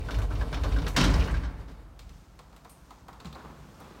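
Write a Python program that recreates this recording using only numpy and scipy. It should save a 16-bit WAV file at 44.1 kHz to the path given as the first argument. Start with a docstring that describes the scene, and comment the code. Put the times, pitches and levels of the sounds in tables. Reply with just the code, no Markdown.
"""A lift's sliding door rolls open and slams into its end stop, heard from inside the small cabin.
Its rollers rumble and knock, the panels boom, and after the slam the door rings and rattles out.
Then the hinged landing door is pushed open with small clicks, a dull bump and a scuff, over the
quiet air of the landing. Each hit is a burst of noise or a few tones that start fast and fade away."""
import sys
import numpy as np
from scipy.fft import rfft, irfft, next_fast_len
from scipy.io import wavfile
from scipy.ndimage import uniform_filter1d, map_coordinates

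SR = 44100
rng = np.random.default_rng(int(sys.argv[2]) if len(sys.argv) > 2 else 0)


def wav_out(sig):
    """Save sig, one row per channel (or a flat mono array), as 16-bit PCM at SR to the path in sys.argv[1]."""
    wavfile.write(sys.argv[1], SR, np.round(np.clip(np.atleast_2d(sig).T, -1, 1) * 32767).astype(np.int16))


N = 176400  # 4 seconds
LOW_TOP_HZ, MIDDLE_TOP_HZ = 2100, 7500  # borders between a hit's low knock, middle clack and high tick

# rollers and hangers knocking as the door slides: start_s, knock_db, clack_db, tick_db
ROLLER_HITS = [(0.0837, -35, -47.5, -61), (0.107, -43, -37, -53), (0.143, -45, -40, -56),
               (0.185, -35.5, -45, -51), (0.2167, -41, -46, -54.5), (0.3057, -36.5, -51, -66),
               (0.353, -58, -43.5, -64), (0.412, -35.5, -45.5, -61), (0.527, -31.5, -39, -59),
               (0.543, -38.5, -36, -57), (0.5716, -39, -41.5, -74), (0.6355, -31, -37, -51),
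               (0.643, -34, -42, -59), (0.721, -62, -42, -78), (0.7647, -37, -45.5, -77),
               (0.786, -41.5, -40.5, -75), (0.819, -37.5, -43.5, -59), (0.8652, -33, -35.5, -66),
               (0.8784, -55, -39, -40.5)]
# the slam on the end stop and the rattles after it: start_s, knock_db, clack_db, tick_db
SLAM_HITS = [(0.9634, -26.5, -21.5, -31.5), (0.998, -33, -30, -45), (1.007, -31.5, -28.5, -41),
             (1.038, -31, -28, -38), (1.098, -45, -38.5, -51), (1.137, -37.5, -37.5, -49),
             (1.195, -47, -41, -63), (1.236, -44, -44.5, -58), (1.279, -40, -52, -66),
             (1.307, -56, -60, -52.5), (1.34, -48, -49, -60), (1.367, -71, -50.5, -72),
             (1.432, -46.5, -52.5, -79), (1.442, -50.5, -52, -82), (1.680, -59, -59, -78)]
# the landing door's handle and hinges clicking: start_s, knock_db, clack_db, tick_db
CLICK_HITS = [(1.9916, -52, -47.5, -57), (2.0925, -54.5, -55.5, -68), (2.3904, -46.5, -52.5, -62),
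              (2.528, -52, -62, -72), (2.563, -53, -55, -59.5), (2.647, -45, -55.5, -63),
              (2.906, -43.5, -53, -59.5), (3.0826, -38.5, -54.5, -58), (3.1293, -51, -56, -64),
              (3.201, -46, -51.5, -61), (3.2465, -45, -52, -63), (3.256, -48, -49.5, -63),
              (3.268, -53, -52, -66), (3.327, -47, -54.5, -59), (3.353, -40.5, -56, -68),
              (3.393, -43, -59.5, -75), (3.448, -41.5, -61, -74), (3.802, -46.5, -58, -55)]


def gain(db):
    """Turn decibels into a number to multiply by."""
    return 10 ** (np.asarray(db) / 20)


def normalise(x):
    """Scale a signal to an average strength (rms) of 1."""
    return x / np.sqrt(np.mean(x ** 2) + 1e-20)


def clock():
    """The time of every sample, in seconds."""
    return np.arange(N) / SR


def loudness(rows):
    """A gain for every sample, from rows of time_s, level_db."""
    return gain(np.interp(clock(), *np.transpose(rows)))


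def colour(rows, hz):
    """How strong each pitch is, from rows of pitch_hz, level_db."""
    pitch_hz, level_db = np.transpose(rows)
    return gain(np.interp(np.log(hz + 1), np.log(pitch_hz + 1), level_db))


def wobble(per_second):
    """A smooth curve through this many random values a second."""
    return map_coordinates(rng.standard_normal(1000), [clock() * per_second], mode="mirror")


def filtered(x, response):
    """Turn each pitch in x up or down by response(hz)."""
    size = next_fast_len(N + SR // 4)
    return irfft(rfft(x, size) * response(np.fft.rfftfreq(size, 1 / SR)), size)[:N]


def noise(tone, low_hz=0, high_hz=np.inf, grain_db=0, ripple_db=0):
    """Noise with a given tone colour; grain makes it crackle, ripple adds sheet metal's resonances."""
    white = rng.standard_normal(N)
    grain = gain(grain_db * np.repeat(rng.standard_normal(N // 32 + 1), 32)[:N])
    bumps = rng.uniform(-0.7, 1, size=2000)  # random peaks and dips, one every 45.25 Hz
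    def response(hz):
        band = ((1 + (low_hz / (hz + 1)) ** 12) * (1 + (hz / high_hz) ** 12)) ** -.5
        ripple = gain(ripple_db * map_coordinates(bumps, [hz / 45.25], order=1, mode="mirror"))
        return colour(tone, hz) * band * ripple
    return normalise(filtered(white * grain, response))


def fades(times, levels_db, rise_s, fade_s, tail_db=-100, tail_s=1):
    """Loudness of a row of hits: each rises, falls 60 dB in fade_s and can leave a weaker tail."""
    t = np.arange(SR * 3 // 2) / SR
    rise = (1 - np.exp(-t / rise_s)) ** 2
    fall = 1e-6 ** (t / fade_s) + gain(tail_db) ** 2 * 1e-6 ** (t / tail_s)
    power = np.zeros(N)
    for start_s, db in zip(times, levels_db):
        part = power[round(start_s * SR):][:len(t)]
        part += gain(db) ** 2 * (rise * fall)[:len(part)]
    return np.sqrt(power)


def clatter(hits, tone, band_fades, grain_db):
    """Struck parts ring at many pitches at once; low, middle and high each fade in their own way."""
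    times, *band_levels = np.transpose(hits)
    edges = [0, LOW_TOP_HZ, MIDDLE_TOP_HZ, np.inf]
    return sum(fades(times, levels, *fade) * noise(tone, low, high, grain_db, ripple_db=4)
               for levels, fade, low, high in zip(band_levels, band_fades, edges, edges[1:]))


def resonance(hz, width_hz):
    """A tone that wavers at random; the wider it is, the rougher it sounds."""
    drift = np.cumsum(rng.standard_normal(N)) * np.sqrt(2 * np.pi * width_hz / SR)
    drift = uniform_filter1d(drift, max(int(SR / hz), 1))
    return np.sqrt(2) * np.sin(2 * np.pi * (hz * clock() + rng.random()) + drift)


def landing_air():
    """Soft air noise and the building's hum, with more hiss once the door is open."""
    # the building's low hum: pitch_hz, width_hz, level_db
    hum_tones = [(55.7, 3.5, -61.5), (68, 7.6, -69.5)]
    # tone colours of the air and its hiss: pitch_hz, level_db
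    air_tone = [(25, -6), (60, -9.5), (108, -9), (170, -3.5), (235, -12), (300, -11.5), (400, -18),
                (650, -17.5), (850, -19), (1300, -20), (2000, -30), (4000, -38), (7000, -41.5),
                (10500, -42.5), (16000, -48)]
    hiss_tone = [(500, -37), (2000, 3.5), (6500, 3), (11000, -9.5), (16000, -10)]
    # both grow as the door opens: time_s, level_db
    air_levels = [(1.9, -55.5), (2.3, -56.5), (2.6, -55.5), (3.05, -55.5), (3.7, -52.5)]
    hiss_levels = [(1.9, -79), (2.15, -64.5), (2.3, -70), (2.6, -70), (2.95, -66.5), (3.1, -71), (3.4, -68),
                   (3.75, -64), (3.85, -63), (4, -67)]
    hum = sum(gain(db) * resonance(hz, width) for hz, width, db in hum_tones)
    air = loudness(air_levels) * noise(air_tone)
    hiss = loudness(hiss_levels) * noise(hiss_tone, grain_db=2)
    return air + hum + hiss


def landing_door():
    """The hinged door swings open with clicks, a bright metal tink, dull bumps and a scuff."""
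    # tone colours of those four sounds: pitch_hz, level_db
    click_tone = [(200, -0.5), (600, 6), (1100, 12.5), (1700, -0.5), (2400, -5.5), (3000, -7), (4300, -6),
                  (5500, -12.5), (8500, -10.5), (11000, -11), (16000, -11)]
    tink_tone = [(2000, -16), (7500, -12), (8800, 0), (10000, -7), (12000, -8), (16000, -21)]
    bump_tone = [(25, -20), (55, -15), (90, -11), (155, 2), (225, -4.5), (320, -15.5), (600, -20),
                 (2000, -49)]
    scuff_tone = [(100, -4), (230, 5.5), (400, 2.5), (700, -4.5), (1080, 0), (2200, -13.5), (4200, -17),
                  (8000, -33), (16000, -32)]
    # how a click fades, low band to high: rise_s, fade_s, tail_db, tail_s
    click_fades = [(0.0044, 0.086, -16, 0.83), (0.00055, 0.036, -9.5, 0.29), (0.0002, 0.024, -11, 0.22)]
    # the door's bumps: start_s, level_db
    bumps = [(2.104, -53.5), (3.246, -40.5), (3.441, -47.5), (3.50, -47), (3.581, -51), (3.814, -51)]
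    # low notes that the bumps ring in the door: pitch_hz, level_db, fade_s
    door_notes = [(63, -2, 0.52), (148.2, -6.5, 1), (220, -11, 0.56)]
    # scuffing during the swing: time_s, level_db
    scuff_levels = [(3.1, -87), (3.2, -58), (3.3, -61), (3.37, -50), (3.46, -51), (3.6, -56.5),
                    (3.78, -59.5), (3.82, -51), (4, -52.5)]
    clicks = gain(2.5) * clatter(CLICK_HITS, click_tone, click_fades, grain_db=1)
    tink = fades([2.694], [-52.5], rise_s=0.0012, fade_s=0.2, tail_db=-8.5, tail_s=0.56) * noise(tink_tone)
    times, bump_db = np.transpose(bumps)
    thud = gain(4) * fades(times, bump_db, rise_s=0.0043, fade_s=0.13) * noise(bump_tone)
    ring = sum(gain(db) * resonance(hz, width_hz=4.4) * fades(times, bump_db, 0.0082, fade_s)
               for hz, db, fade_s in door_notes)
    scuff = loudness(scuff_levels) * gain(0.35 * wobble(45)) * noise(scuff_tone, grain_db=2)
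    return clicks + tink + thud + ring + scuff


def clinks():
    """Hangers, catches and the handle each ring at their own pitch; wider rings die sooner."""
    # knocked metal parts: start_s, pitch_hz, width_hz, level_db
    parts = [(.085, 1410, 100, -36), (0.19, 1460, 80, -41.5), (0.412, 1600, 130, -37.5),
             (0.645, 1160, 80, -35), (0.655, 556, 60, -41), (0.763, 1580, 90, -36.5),
             (0.774, 1446, 60, -40), (.865, 1770, 200, -37), (.879, 1110, 50, -38.5),
             (1.141, 5400, 700, -35), (1.341, 1560, 70, -36.5), (1.344, 2440, 150, -46.5),
             (1.444, 8050, 130, -62), (3.201, 3960, 600, -49), (3.255, 4100, 750, -45.5),
             (3.327, 3900, 600, -45.5), (3.348, 4000, 600, -48)]
    sound = np.zeros(N)
    for start_s, pitch_hz, width_hz, db in parts:
        ring = filtered(rng.standard_normal(N), lambda hz: 1 / (1 + ((hz - pitch_hz) / width_hz) ** 4))
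        sound += normalise(ring) * fades([start_s], [db], rise_s=0.00052, fade_s=0.1 / (1 + width_hz / 450))
    return sound


def cracks():
    """The instant of contact: a short hard crack opens every knock, slam and click."""
    # tone colour of a crack: pitch_hz, level_db
    tone = [(900, -1), (1700, 6.5), (4000, -5.5), (7000, -11), (15000, -25.5)]
    times, _, clack_db, _ = np.transpose(ROLLER_HITS + SLAM_HITS + CLICK_HITS)
    return gain(2.5) * fades(times, clack_db, rise_s=0.00038, fade_s=0.015) * noise(tone, low_hz=640)


def panel_thumps():
    """Each heavy hit bends a panel, which booms briefly at its own pitch."""
    # the booming panels: start_s, pitch_hz, level_db
    thumps = [(0.11, 289.4, -44), (0.165, 105.5, -29.5), (0.325, 104.6, -31.5), (0.565, 285, -40.5),
              (0.64, 295, -39.5), (0.769, 270.8, -34), (0.81, 148.4, -32.5), (0.966, 245, -22),
              (0.985, 150, -27.5), (1.002, 295, -28), (1.012, 66, -22), (1.155, 150, -27), (1.16, 66, -18),
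              (3.246, 170, -46)]
    return sum(resonance(hz, width_hz=5.1) * fades([start_s], [db], rise_s=0.0046, fade_s=0.3)
               for start_s, hz, db in thumps)


def loose_parts(taps_per_s=40, spread_db=11):
    """Loose parts tap at random, low and high, while the door moves and shakes."""
    # strength of the rattling: time_s, level_db
    levels = [(0, -59.5), (.3, -59.5), (.6, -63), (.95, -52), (.98, -35), (1.12, -46.5), (1.35, -50.5),
              (1.5, -89), (1.7, -90)]
    # tone colour of the taps: pitch_hz, level_db
    tone = [(250, -10), (520, 6), (800, -9), (1600, -1), (2800, 11), (4200, -11), (6500, -30), (9000, -16),
            (16000, -24)]
    def taps(low_hz, high_hz):
        when, strength = rng.random((int(taps_per_s * N / SR), 2)).T
        hits = fades(when * (N - 1) / SR, spread_db * strength, rise_s=0.00074, fade_s=0.04)
        return normalise(hits) * noise(tone, low_hz, high_hz)
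    return loudness(levels) * (taps(0, LOW_TOP_HZ) + gain(-2.5) * taps(LOW_TOP_HZ, np.inf))


def hangers():
    """The door hangs on hollow metal hangers: knocks ring their low notes, clacks their high ones."""
    # the hangers' notes: pitch_hz, width_hz, level_db
    notes = [(487.6, 61.5, -2.5), (590, 44, -5), (1138, 51, -2.5), (1540, 101.6, -2), (2297, 126, -3.5),
             (3070, 117, -7), (3665, 148, -1), (4260, 87, -4), (5300, 190, -6.5), (5880, 50, -13)]
    times, knock_db, clack_db, _ = np.transpose(ROLLER_HITS)
    low, high = (fades(times, levels, rise_s=0.0015, fade_s=0.17) for levels in (knock_db, clack_db))
    return gain(-10.5) * sum(gain(db) * resonance(hz, width) * (low if hz < LOW_TOP_HZ else high)
                             for hz, width, db in notes)


def rolling_door():
    """As the door slides, the cabin booms, the track grinds and the rollers knock."""
    # the cabin's deep notes: pitch_hz, width_hz, level_db
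    cabin_notes = [(46.93, 6.27, 3), (62.3, 8.54, -0.5), (96.9, 13.3, -6.5), (111.3, 13.2, -12)]
    # strength of the booming and the grinding: time_s, level_db
    boom_levels = [(0.0, -25.5), (0.01, -30.5), (0.14, -32.5), (0.17, -24), (0.36, -28.5), (0.42, -22.5),
                   (0.45, -32.5), (0.67, -24.5), (0.72, -28), (0.74, -21.5), (0.89, -30.5), (0.95, -26.5),
                   (1.0, -34), (1.02, -21), (1.19, -19.5), (1.3, -32.5), (1.33, -22.5), (1.49, -30.5),
                   (1.54, -36), (1.6, -34), (1.65, -41.5), (1.96, -48), (2.07, -43), (2.32, -56),
                   (2.35, -51), (2.6, -58)]
    track_levels = [(0, -44.5), (.12, -41), (.25, -40), (.29, -46), (.34, -38), (.40, -42), (.5, -42),
                    (.68, -40), (.8, -38), (.93, -43.5), (1.1, -35), (1.33, -40), (1.45, -50), (1.8, -55),
                    (2.1, -83)]
    # tone colours of the track and the knocks: pitch_hz, level_db
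    track_tone = [(70, -25), (108, -15), (150, 5), (210, -1), (280, 1.5), (350, -9.5), (480, -8),
                  (750, -12.5), (1500, -22.5), (2200, -27), (4000, -25.5), (6500, -35.5), (9000, -39),
                  (16000, -48)]
    knock_tone = [(200, -9), (480, -.5), (750, 2), (1130, 5.5), (1320, 0), (1550, -2), (2000, -9),
                  (2900, -7.5), (3800, -11.5), (6000, -17.5), (9000, -36), (11000, -34), (16000, -44)]
    # how a knock fades, low band to high: rise_s, fade_s, tail_db, tail_s
    knock_fades = [(0.006, 0.12, -13, 0.55), (0.0015, 0.073, -22, 0.3), (0.0013, 0.11, -10.5, 0.47)]
    cabin = normalise(sum(gain(db) * resonance(hz, width) for hz, width, db in cabin_notes))
    boom = gain(-2.23) * cabin * loudness(boom_levels)
    grind = noise(track_tone, grain_db=2, ripple_db=7) * loudness(track_levels)
    flicker = gain(1.85 * wobble(29.4))
    knocks = clatter(ROLLER_HITS, knock_tone, knock_fades, grain_db=0.5)
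    return boom + grind * flicker + knocks


def door_slam():
    """The door hits its end stop and bounces; each hit clatters, rings the door and thuds in the frame."""
    # the sliding door's notes: pitch_hz, level_db, fade_s
    door_notes = [(145.4, -2.5, 0.89), (159, -5, 0.65), (181, -5.5, 1.03), (242.6, -3, 0.29),
                  (268.4, -5, 0.64), (284.3, -5.5, 0.71), (316, -9.5, 0.73), (375, -9, 0.69),
                  (480, -19.5, 0.56), (556, -17, 1.25), (581, -17.5, 1.14), (879, -15.5, 1.2),
                  (1028, -26, 0.41), (1164, -18, 0.69), (1400, -14, 0.38), (1558, 0, 0.12),
                  (1630, -2.5, 0.17), (1930, -14, 0.18), (2260, -14.5, 0.28), (3070, -16, .25),
                  (3471, -19, 0.34), (3900, -15, 0.17), (4270, -9.5, 0.19), (5200, -21.5, .3),
                  (6230, -17, 0.2)]
    # tone colours of the frame's thud and the slam: pitch_hz, level_db
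    thud_tone = [(70, -23), (120, -2), (165, -1), (205, -3), (270, -3), (350, -13.5), (600, -13.5),
                 (2000, -64)]
    slam_tone = [(240, -40), (400, -19), (562, -15), (626, -4), (814, -7.5), (1040, -0.5), (1270, -4),
                 (1600, -6), (2470, -7.5), (3120, -2), (5430, -6.5), (11800, -28), (16000, -43)]
    # how the slam fades, low band to high: rise_s, fade_s, tail_db, tail_s
    slam_fades = [(.002, 0.193, -10.5, 1.28), (.002, 0.168, -16, 0.65), (.002, .12, -22, .6)]
    times, knock_db, _, _ = np.transpose(SLAM_HITS)
    ring = sum(gain(db) * resonance(hz, width_hz=3.15) * fades(times, knock_db, 0.0067, fade_s)
               for hz, db, fade_s in door_notes)
    thud = fades(times, knock_db, rise_s=0.0023, fade_s=0.54) * noise(thud_tone)
    slam = clatter(SLAM_HITS, slam_tone, slam_fades, grain_db=2)
    return gain(1) * slam + gain(-2.5) * ring + gain(-3) * thud


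def scene():
    """All the sounds together at one microphone in the cabin."""
    sliding_door = rolling_door() + hangers() + loose_parts() + door_slam()
    return (sliding_door + panel_thumps() + cracks() + clinks() + landing_door() + landing_air())[None]


def record(dry):
    """The microphone thins the deepest bass, and the very highest treble is cut off."""
    # the microphone's tone colour: pitch_hz, level_db
    mic_tone = [(14, -29), (25, -12), (34, -14), (42, 0.5), (7000, -1), (9400, 0), (10600, -3.5),
                (12300, 0.5)]
    top_hz = 16200
    return np.array([filtered(x, lambda hz: colour(mic_tone, hz) * (hz < top_hz)) for x in dry])


dry = scene()
out = record(dry)
wav_out(out)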